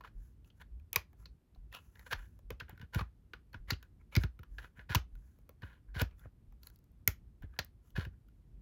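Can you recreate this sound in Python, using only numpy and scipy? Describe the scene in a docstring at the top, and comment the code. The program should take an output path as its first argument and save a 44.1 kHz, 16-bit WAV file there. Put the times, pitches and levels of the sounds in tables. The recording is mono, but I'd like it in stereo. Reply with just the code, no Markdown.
"""A desk in a small room: hands push plugs into a hollow metal hub, close to a small two-port microphone.
Metal shells tick and snap home: gritty bursts ring the shell and the hub, with a bright crack on top.
Shells scrape and skin rubs on cable and case: uneven slips ring the metal, and noise adds a fine hiss.
Harder pushes thump the desk in low swings that drop in pitch, over slow lumps of rumble.
Shaped noise makes the faint hiss and low rumble underneath; sparse echoes make the room."""
import sys
import numpy as np
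from scipy import signal
from scipy.fft import rfft, irfft, next_fast_len
from scipy.io import wavfile
from scipy.ndimage import uniform_filter1d

SR = 44100
rng = np.random.default_rng(int(sys.argv[2]) if len(sys.argv) > 2 else 0)


def gain_from_db(level_db):
    """Turn a decibel level (scalar or array-like) into a linear amplitude factor."""
    decades = np.asarray(level_db, float) / 20
    return 10 ** decades


def transcribe(signal):
    """Save signal, clipped to [-1, 1], as a 16-bit WAV file at the path in sys.argv[1]."""
    frames = np.atleast_2d(signal).T
    limited = np.clip(frames, -1, 1)
    pcm = np.round(limited * 32767).astype(np.int16)
    wavfile.write(sys.argv[1], SR, pcm)


N = 379701  # length of the scene in samples


def read(points, hz):
    """Reads a curve made of straight lines on a log-frequency axis."""
    point_hz, value = np.transpose(points)
    return np.interp(np.log(hz + 1), np.log(point_hz + 1), value)


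def evened(x):
    """Scales a sound to an rms of 1."""
    return x / np.sqrt(np.mean(x ** 2) + 1e-20)


def add(mix, start_s, sound):
    """Mixes a sound in at start_s, cut off at the end of the mix."""
    part = mix[round(start_s * SR):][:len(sound)]
    part += sound[:len(part)]


def band(x, lo_hz, hi_hz, order=2):
    """Keeps the sound between two frequencies (causal band-pass)."""
    return signal.sosfilt(signal.butter(order, [lo_hz, min(hi_hz, 20000)], "band", fs=SR, output="sos"), x)


def resonate(x, hz, width_hz):
    """Rings at one pitch with a gain near 1; a wider resonance dies sooner."""
    r = np.exp(-np.pi * width_hz / SR)
    ring = signal.lfilter([1 - r], [1, -r * np.exp(2j * np.pi * hz / SR)], x)
    return 2 * ring.real


# Colour of the hiss and low rumble: pitch_hz, level_db (per Hz, one pitch against another)
HISS_COLOUR = [(18, -32.5), (30, -12), (50, 6), (74, -0.5), (332, -21), (577, -33.5), (6720, -52),
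               (8530, -53.5), (13400, -49), (16500, -80.5)]
# How alike the left and right hiss are: pitch_hz, likeness (1 = the same)
HISS_LIKENESS = [(60, 0.91), (290, 0.74), (700, 0.54), (6500, 0.3), (9000, 1), (12500, 0.35)]
# Moments when the low rumble dips briefly: middle_s, depth_db, half_length_s
RUMBLE_DIPS = [(1.444, 20, 0.068), (2.895, 10, 0.025)]
HISS_DB = -59.5  # rms before the bass swells and dips


def hiss():
    """Room air and microphone noise: shaped noise, partly shared by the ports, with a bass that swells and sinks."""
    hz = np.fft.rfftfreq(N, 1 / SR)
    left, other = rfft(rng.standard_normal((2, N)))
    same = np.clip(read(HISS_LIKENESS, hz), -1, 1)
    right = same * left + np.sqrt(1 - same ** 2) * other
    pair = np.array([left, right]) * gain_from_db(read(HISS_COLOUR, hz))
    pair = gain_from_db(HISS_DB) * evened(irfft(pair, N))
    t = np.arange(N) / SR
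    swell_db = 2.0 * evened(uniform_filter1d(rng.standard_normal(N), 6000))
    for middle_s, depth_db, half_length_s in RUMBLE_DIPS:
        swell_db = swell_db - depth_db * np.exp(-((t - middle_s) / half_length_s) ** 4)
    return pair + (gain_from_db(swell_db) - 1) * band(pair, 15, 270, order=1)


def shell(x, hz):
    """The plug's shell: a short ring on a broad, steep-sided hump damped by the fingers."""
    width_hz = 0.15 * hz + 120
    hump = resonate(resonate(x, hz, width_hz), hz, width_hz)
    return evened(hump) + gain_from_db(-6.5) * evened(resonate(x, hz, 190))


# Ringing modes of the hollow metal case: pitch_hz, width_hz, level_db (one mode against another)
HUB_MODES = [(489.8, 100, 4.5), (610, 27, 0), (996, 59, 1), (1378, 69, 7.5), (1680, 28, 1), (2547, 30, 1.5),
             (2846, 90, -4), (4430, 130, -14.5)]


def hub(x):
    """The hollow case rings briefly in several modes, every other one with its sign flipped."""
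    ring = 0
    for k, (hz, width_hz, level_db) in enumerate(HUB_MODES):
        ring = ring + (-1) ** k * gain_from_db(level_db) * resonate(x, hz, width_hz)
    return ring


# Metal touching metal, and a few faint broad clicks: start_s, knock_level_db (peak), shell_pitch_hz,
# crack_level_db (peak)
CLICKS = [(0.008, -44, 1040, -59), (0.046, -42.5, 1140, -74), (0.445, -63, 2830, -66),
          (0.501, -57, 3100, -78), (0.611, -56.5, 1010, -64), (0.797, -64, 2380, -68),
          (0.93, -32, 2560, -17), (0.959, -13, 2370, -11), (0.963, -26.5, 1050, -45.5),
          (1.13, -60.5, 683, -60.5), (1.256, -42.5, 4220, -58), (1.547, -63.5, 4070, -71),
          (1.559, -62, 702, -71), (1.726, -43.5, 1850, -46), (1.748, -39, 2640, -38),
          (1.955, -52.5, 1690, -60), (1.993, -47, 1850, -50), (2.129, -22.5, 1560, -35),
          (2.39, -60, 527, -54.5), (2.504, -33.5, 496, -35.5), (2.6, -37, 2770, -47.5),
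          (2.607, -37.5, 1480, -73), (2.682, -52.5, 1470, -77), (2.694, -44.5, 840, -45),
          (2.776, -50, 1490, -58.5), (2.796, -50.5, 1520, -62), (2.814, -46, 1520, -54),
          (2.946, -32, 1500, -33.5), (2.992, -30.5, 1240, -52), (3.008, -34, 1030, -63),
          (3.334, -35, 1453, -54.5), (3.53, -54, 4300, -55.5), (3.542, -37, 1470, -60.5),
          (3.704, -21, 1930, -26), (3.706, -22.5, 4410, -37), (3.732, -38, 2820, -57.5),
          (3.827, -48, 1505, -48.5), (4.152, -24.5, 2250, -31.5), (4.163, -22, 2230, -28),
          (4.235, -30.5, 1420, -42), (4.391, -50.5, 1360, -57), (4.432, -48, 1380, -56.5),
          (4.583, -35.5, 1650, -55), (4.644, -43.5, 1390, -71), (4.792, -44.5, 1590, -78),
          (4.948, -16, 996, -18.5), (4.953, -21.5, 2600, -23), (5.153, -59, 1467, -57),
          (5.387, -63, 532, -60.5), (5.492, -48.5, 508, -42.5), (5.62, -46.5, 1743, -60),
          (5.632, -41.5, 1416, -68.5), (6.014, -26.5, 596, -32.5), (6.017, -28, 996, -23.5),
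          (6.11, -63.5, 2430, -73), (6.194, -61.5, 3450, -50), (6.254, -47.5, 550, -80.5),
          (6.523, -63.5, 848, -62), (6.632, -50.5, 4430, -42), (6.67, -42.5, 4100, -34.5),
          (6.7, -60, 1610, -52), (6.759, -63, 4350, -51), (6.789, -74, 4410, -53),
          (6.841, -84, 4470, -56.5), (6.917, -98, 4400, -61.5), (7.076, -16, 2190, -6),
          (7.422, -58, 726, -54.5), (7.538, -58.5, 1310, -76), (7.563, -58, 1640, -86.5),
          (7.589, -22, 1710, -30.5), (7.59, -22.5, 4260, -29.5), (7.647, -65, 6530, -39),
          (7.904, -62.5, 3000, -58), (8.05, -42.5, 1574, -50), (8.285, -65.5, 1436, -62.5)]
CLICK_S, DRY_CUT = 0.0055, 0.71  # time scale of a knock; share by which a strong crack can shorten it
SPIKE_DB = 4.5  # extra force at first touch, against the steady force
BROAD_DB, BROAD_PER_DB = 0.5, 0.18  # unpitched part when the crack is -33.5 dB; growth per dB of crack
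OPEN_HZ, OPEN_PER_DB = 2490, 0.17  # treble reach when the crack is -36.5 dB; growth per dB of crack


def clicks():
    """A gritty burst of force drives the shell and the case; the bare high crack is shorter."""
    out, t = np.zeros(N), np.arange(5000) / SR
    grit = rng.standard_normal((len(CLICKS), 2, len(t)))
    for (start_s, knock_db, hz, crack_db), (noise, unevenness) in zip(CLICKS, grit):
        crack_share = 1 / (1 + gain_from_db(knock_db - crack_db))
        length_s = CLICK_S * (1 - np.clip(DRY_CUT * crack_share, 0, .9))
        # force rises, holds, then dies away
        rise = np.minimum(t / (0.12 * length_s), 1)
        force = rise * gain_from_db(-60 * np.maximum(t - 0.46 * length_s, 0) / (5.5 * length_s))
        first_touch = 1 + gain_from_db(SPIKE_DB) * np.exp(-t / (0.046 * length_s))
        drive = force * noise * gain_from_db(1.7 * unevenness) * first_touch
        # a low shell or a soft touch is dull
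        top_hz = 1.4 * hz + OPEN_HZ * gain_from_db(OPEN_PER_DB * (crack_db + 36.5))
        broad_db = BROAD_DB + BROAD_PER_DB * (crack_db + 33.5)
        broad = gain_from_db(broad_db) * evened(band(drive, 0.35 * hz, top_hz))
        body = evened(shell(drive, hz)) + gain_from_db(-7.5) * evened(hub(drive)) + broad
        body = band(body, 81, top_hz)
        crack = band(drive * force ** 0.8, 7000, 17000)
        knock = gain_from_db(knock_db) * body / abs(body).max()
        add(out, start_s, knock + gain_from_db(crack_db) * crack / abs(crack).max())
    return out


# A shell is pressed into its socket and the scrape grows: start_s, length_s, final_level_db
PUSHES = [(0.595, 0.034, -52.5), (1.714, 0.065, -48), (1.924, 0.12, -66.5), (2.053, 0.032, -51),
          (2.103, 0.034, -35), (2.924, 0.048, -42), (2.948, 0.077, -43.5), (3.673, 0.062, -45),
          (3.789, 0.088, -70), (3.988, 0.037, -72), (4.111, 0.039, -51.5), (4.75, 0.054, -60),
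          (5.979, 0.048, -35.5), (6.177, 0.1, -65), (7.475, 0.15, -69.5)]
# A shell breaks loose and slides out of speed: start_s, length_s, first_level_db
DRAGS = [(0.036, 0.064, -48.5), (0.935, 0.033, -44), (1.181, 0.16, -79), (1.766, 0.048, -53),
         (2.176, 0.11, -55.5), (2.508, 0.027, -50), (2.676, 0.12, -58.5), (2.597, 0.03, -45),
         (2.806, 0.061, -55), (3.056, 0.042, -71), (3.528, 0.06, -57.5), (4.186, .1, -54),
         (4.585, 0.026, -45.5), (4.614, 0.075, -51.5), (4.795, 0.058, -56.5), (4.889, 0.12, -36.5),
         (5.611, 0.2, -54.5), (5.874, 0.1, -73.5), (5.939, 0.13, -41), (6.096, 0.081, -70.5),
         (7.42, 0.045, -55.5), (7.952, 0.13, -39), (8.124, 0.048, -72)]
# Fingers rub on cable and case: start_s, length_s, hiss_level_db
RUBS = [(0.124, 0.24, -71), (0.436, 0.074, -70), (0.545, 0.079, -75), (1.159, 0.11, -69),
        (1.703, 0.29, -69.5), (1.91, 0.39, -65.5), (2.12, 0.31, -74.5), (4.182, 0.079, -55.5),
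        (4.473, 0.25, -69.5), (5.09, 0.35, -73.5), (5.4, 0.035, -79), (6.16, 0.076, -69),
        (6.609, .1, -62.5), (6.714, 0.055, -71.5), (7.816, 0.12, -70), (8.25, 0.25, -87)]
SWELL_DB, FADE_DB = 8.5, 21  # growth over a push, loss over a drag
PUSH_HISS_DB, DRAG_HISS_DB = -8.5, -13  # fine hiss against the scrape
RUB_CASE_DB = -9.5  # how much a rubbing finger rings the case, against its hiss
TAKE_UP, LET_GO = 0.43, 0.29  # shares of a stroke spent coming into and out of contact
BREAK = 0.18  # share of a drag spent breaking loose
RUB_EDGE = 0.6  # share of a rub for a full swell or fade; they meet before full strength


def rub():
    """Dense uneven slips ring the case and the shell in hand; dry skin adds a fine hiss."""
    # the grip catches and frees
    catch = gain_from_db(3.0 * evened(uniform_filter1d(rng.standard_normal(N), 250)))
    slips = catch * rng.standard_normal(N) * gain_from_db(1.5 * rng.exponential(1, N))
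    slips = slips * (rng.random(N) < .11)  # about one sample in nine slips
    case = evened(hub(slips)) + gain_from_db(-2.5) * evened(band(slips, 300, 3100))
    skin = np.sqrt(catch) * rng.standard_normal(N)
    skin_top = evened(resonate(skin, 18000, 5100))
    skin = evened(evened(band(skin, 6900, 12000)) + gain_from_db(-0.5) * skin_top)
    # each stroke: start_s, length_s, first_db, last_db, hiss_db, rise share, fall share
    strokes = []
    for start_s, length_s, db in PUSHES:
        strokes.append((start_s, length_s, db - SWELL_DB, db, PUSH_HISS_DB, TAKE_UP, LET_GO))
    for start_s, length_s, db in DRAGS:
        strokes.append((start_s, length_s, db, db - FADE_DB, DRAG_HISS_DB, BREAK, LET_GO))
    for start_s, length_s, db in RUBS:
        case_db = db + RUB_CASE_DB
        strokes.append((start_s, length_s, case_db, case_db, -RUB_CASE_DB, RUB_EDGE, RUB_EDGE))
    out = np.zeros(N)
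    for start_s, length_s, first_db, last_db, hiss_db, rise, fall in strokes:
        span = slice(round(start_s * SR), round((start_s + length_s) * SR))
        # the shell in hand rings at the pitch of the nearest click
        middle_s = start_s + length_s / 2
        hz = min(CLICKS, key=lambda row: abs(row[0] - middle_s))[2]
        top_hz = max(4802.0 + 130 * (max(first_db, last_db) + 47), 2200)  # a light touch is dull
        ring = case[span] + gain_from_db(1.5) * evened(shell(slips[span], max(hz, 1550)))
        scrape = evened(band(ring, 600, top_hz, order=3))
        way = np.linspace(0, 1, len(scrape))
        touch = np.clip(np.minimum(way / rise, (1 - way) / fall), 0, 1)
        strength = touch * gain_from_db(first_db + (last_db - first_db) * way)
        add(out, start_s, strength * (scrape + gain_from_db(hiss_db) * skin[span]))
    return out


# Arms and hands shift on the desk: start_s, level_db
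LUMPS = [(0.15, -41), (0.709, -39.5), (1.571, -46.5), (2.16, -41.5), (2.439, -45.5), (3.582, -44.5),
         (4.498, -44), (5.12, -42.5), (5.882, -43), (6.119, -52), (6.479, -46.5), (7.41, -44),
         (7.941, -38.5), (8.54, -50)]
LUMP_HZ, LUMP_SPREAD = 37.2, 0.12  # average starting pitch; random spread as a share of it


def rumble():
    """Slow lumps of a few cycles, gliding up in pitch, carried through desk and stand."""
    out, t = np.zeros(N), np.arange(12000) / SR
    pitches = LUMP_HZ * (1 + LUMP_SPREAD * rng.standard_normal(len(LUMPS)))
    for (start_s, level_db), hz in zip(LUMPS, pitches):
        swell = t / 0.037 * np.exp(1 - t / 0.033)
        lump = swell * np.sin(2 * np.pi * hz * (t + 3.0 * t ** 2))
        add(out, start_s, gain_from_db(level_db) * lump)
    return out


# The desk takes a push: start_s, level_db (peak)
THUMPS = [(0.962, -39), (2.129, -42), (2.51, -41.5), (2.617, -46.5), (2.724, -44), (2.8, -46), (2.826, -40),
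          (2.956, -25), (3.008, -32), (3.544, -42.5), (3.718, -28.5), (4.167, -16), (4.237, -27),
          (4.393, -44.5), (4.781, -45.5), (4.899, -31.5), (4.954, -21.5), (5.629, -38.5), (5.959, -35),
          (6.014, -21), (6.253, -43), (7.076, -29.5), (7.434, -39.5), (7.589, -37), (7.978, -25.5),
          (8.062, -38)]
SHARP_DB, SHARP_PER_DB = 4, 0.1941  # size of the pitch drop for a -31.5 dB thump; growth per dB of thump
KNOCK_DB, KNOCK_T60 = -10.5, 0.071  # loose low rattle of case and desk: level, seconds to fall 60 dB


def thumps():
    """A push builds over a few ms; fast bending waves come first, so the swing drops onto a slow mode."""
    out, t = np.zeros(N), np.arange(12000) / SR
    rattles = rng.standard_normal((len(THUMPS), len(t)))
    for (start_s, level_db), loose in zip(THUMPS, rattles):
        sharp_db = SHARP_DB + SHARP_PER_DB * (level_db + 31.5)
        turns = 76 * (t + gain_from_db(sharp_db) * 0.0064 * (1 - np.exp(-t / 0.011)))  # settles at 76 Hz
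        swing = np.sin(2 * np.pi * turns) * (gain_from_db(-60 * t / 0.054) + gain_from_db(-11 - 60 * t / 0.16))
        slow_mode = gain_from_db(-10.5 - 60 * t / 0.25) * np.sin(2 * np.pi * 58 * t)
        rattle = gain_from_db(KNOCK_DB - 60 * t / KNOCK_T60) * evened(band(loose, 73, 360))
        build_up = np.minimum(t / 0.0061, 1) ** 2
        thump = band((swing + slow_mode + rattle) * build_up, 34, 310, order=1)
        add(out, start_s, gain_from_db(level_db) * thump / abs(thump).max())
    return out


# How long the room's echoes last: pitch_hz, time_to_fall_60_db_s
ROOM_DECAY = [(300, 0.15), (4000, 0.15), (14000, 0.125)]
SIDES, BLUR_HZ = 4, 220  # sides of the hub heard by the walls; width each spreads the rings over


def room(x):
    """Sparse echoes from 8 ms on, each band dying at its own speed; the walls hear other sides of the hub."""
    taps = np.zeros((SIDES, 2, SR // 2))
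    # one echo of random sign at a random place in each 40 samples
    at = np.arange(360, SR // 2 - 40, 40) + rng.integers(0, 40, (SIDES, 2, (SR // 2 - 361) // 40))
    np.put_along_axis(taps, at, rng.choice([-1., 1.], at.shape), 2)
    hz, t, z = signal.stft(taps, SR, nperseg=128)
    shared = read([(3500, .5), (7000, 1)], hz)[:, None]  # the treble echoes reach both ports alike
    z[:, 1] = shared * z[:, 0] + np.sqrt(1 - shared ** 2) * z[:, 1]
    decay = gain_from_db(-60 * t / read(ROOM_DECAY, hz)[:, None])
    tail = signal.istft(z * decay, SR, nperseg=128)[1]
    # a wandering phase gives each side its own colour
    wander = np.cumsum(rng.standard_normal((SIDES, 1, N)), axis=2) * np.sqrt(2 * np.pi * BLUR_HZ / SR)
    sides = np.sqrt(2) * np.cos(wander) * x
    echoes = signal.oaconvolve(sides, tail / np.linalg.norm(tail[:, 0]), axes=2)
    return echoes.sum(0)[:, :N]


# How far the left port runs ahead of the right: pitch_hz, lead_radians
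LEFT_LEAD = [(100, .1), (600, .5), (3400, 1), (5000, .5), (6200, -1.3), (8200, -3), (9700, -3.4),
             (11700, -5.1), (13100, -6.1), (15000, -7)]
# How much louder the left port is than the right: pitch_hz, difference_db
LEFT_LEAN = [(80, 3.4), (170, 1.7), (4500, 2.5), (8000, 0)]


def ports(x):
    """The two ports hear the desk with a phase and level difference, split evenly between them."""
    size = next_fast_len(N)
    hz = np.fft.rfftfreq(size, 1 / SR)
    half = gain_from_db(read(LEFT_LEAN, hz) / 2) * np.exp(.5j * read(LEFT_LEAD, hz))
    return irfft(rfft(x, size) * np.array([half, 1 / half]), size)[:, :N]


def scene():
    """Near sounds with their room, desk thumps and rumble go through the port pair, over the hiss."""
    noise = hiss()
    near = clicks() + rub()
    low = rumble() + thumps()
    echoes = room(band(near, 50, 6400, order=1))  # the desk mat and the hands swallow treble
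    return ports(near + gain_from_db(-14.0) * echoes + low) + noise


def top_cut(x):
    """Nothing passes above the cut-off."""
    return signal.sosfilt(signal.butter(12, 17150, fs=SR, output="sos"), x)


def record(dry):
    """The microphone rolls off the top, steeply above 15.7 kHz."""
    heard = signal.sosfilt(signal.butter(10, 15700, fs=SR, output="sos"), dry)
    return top_cut(heard)


dry = scene()
out = record(dry)
transcribe(out)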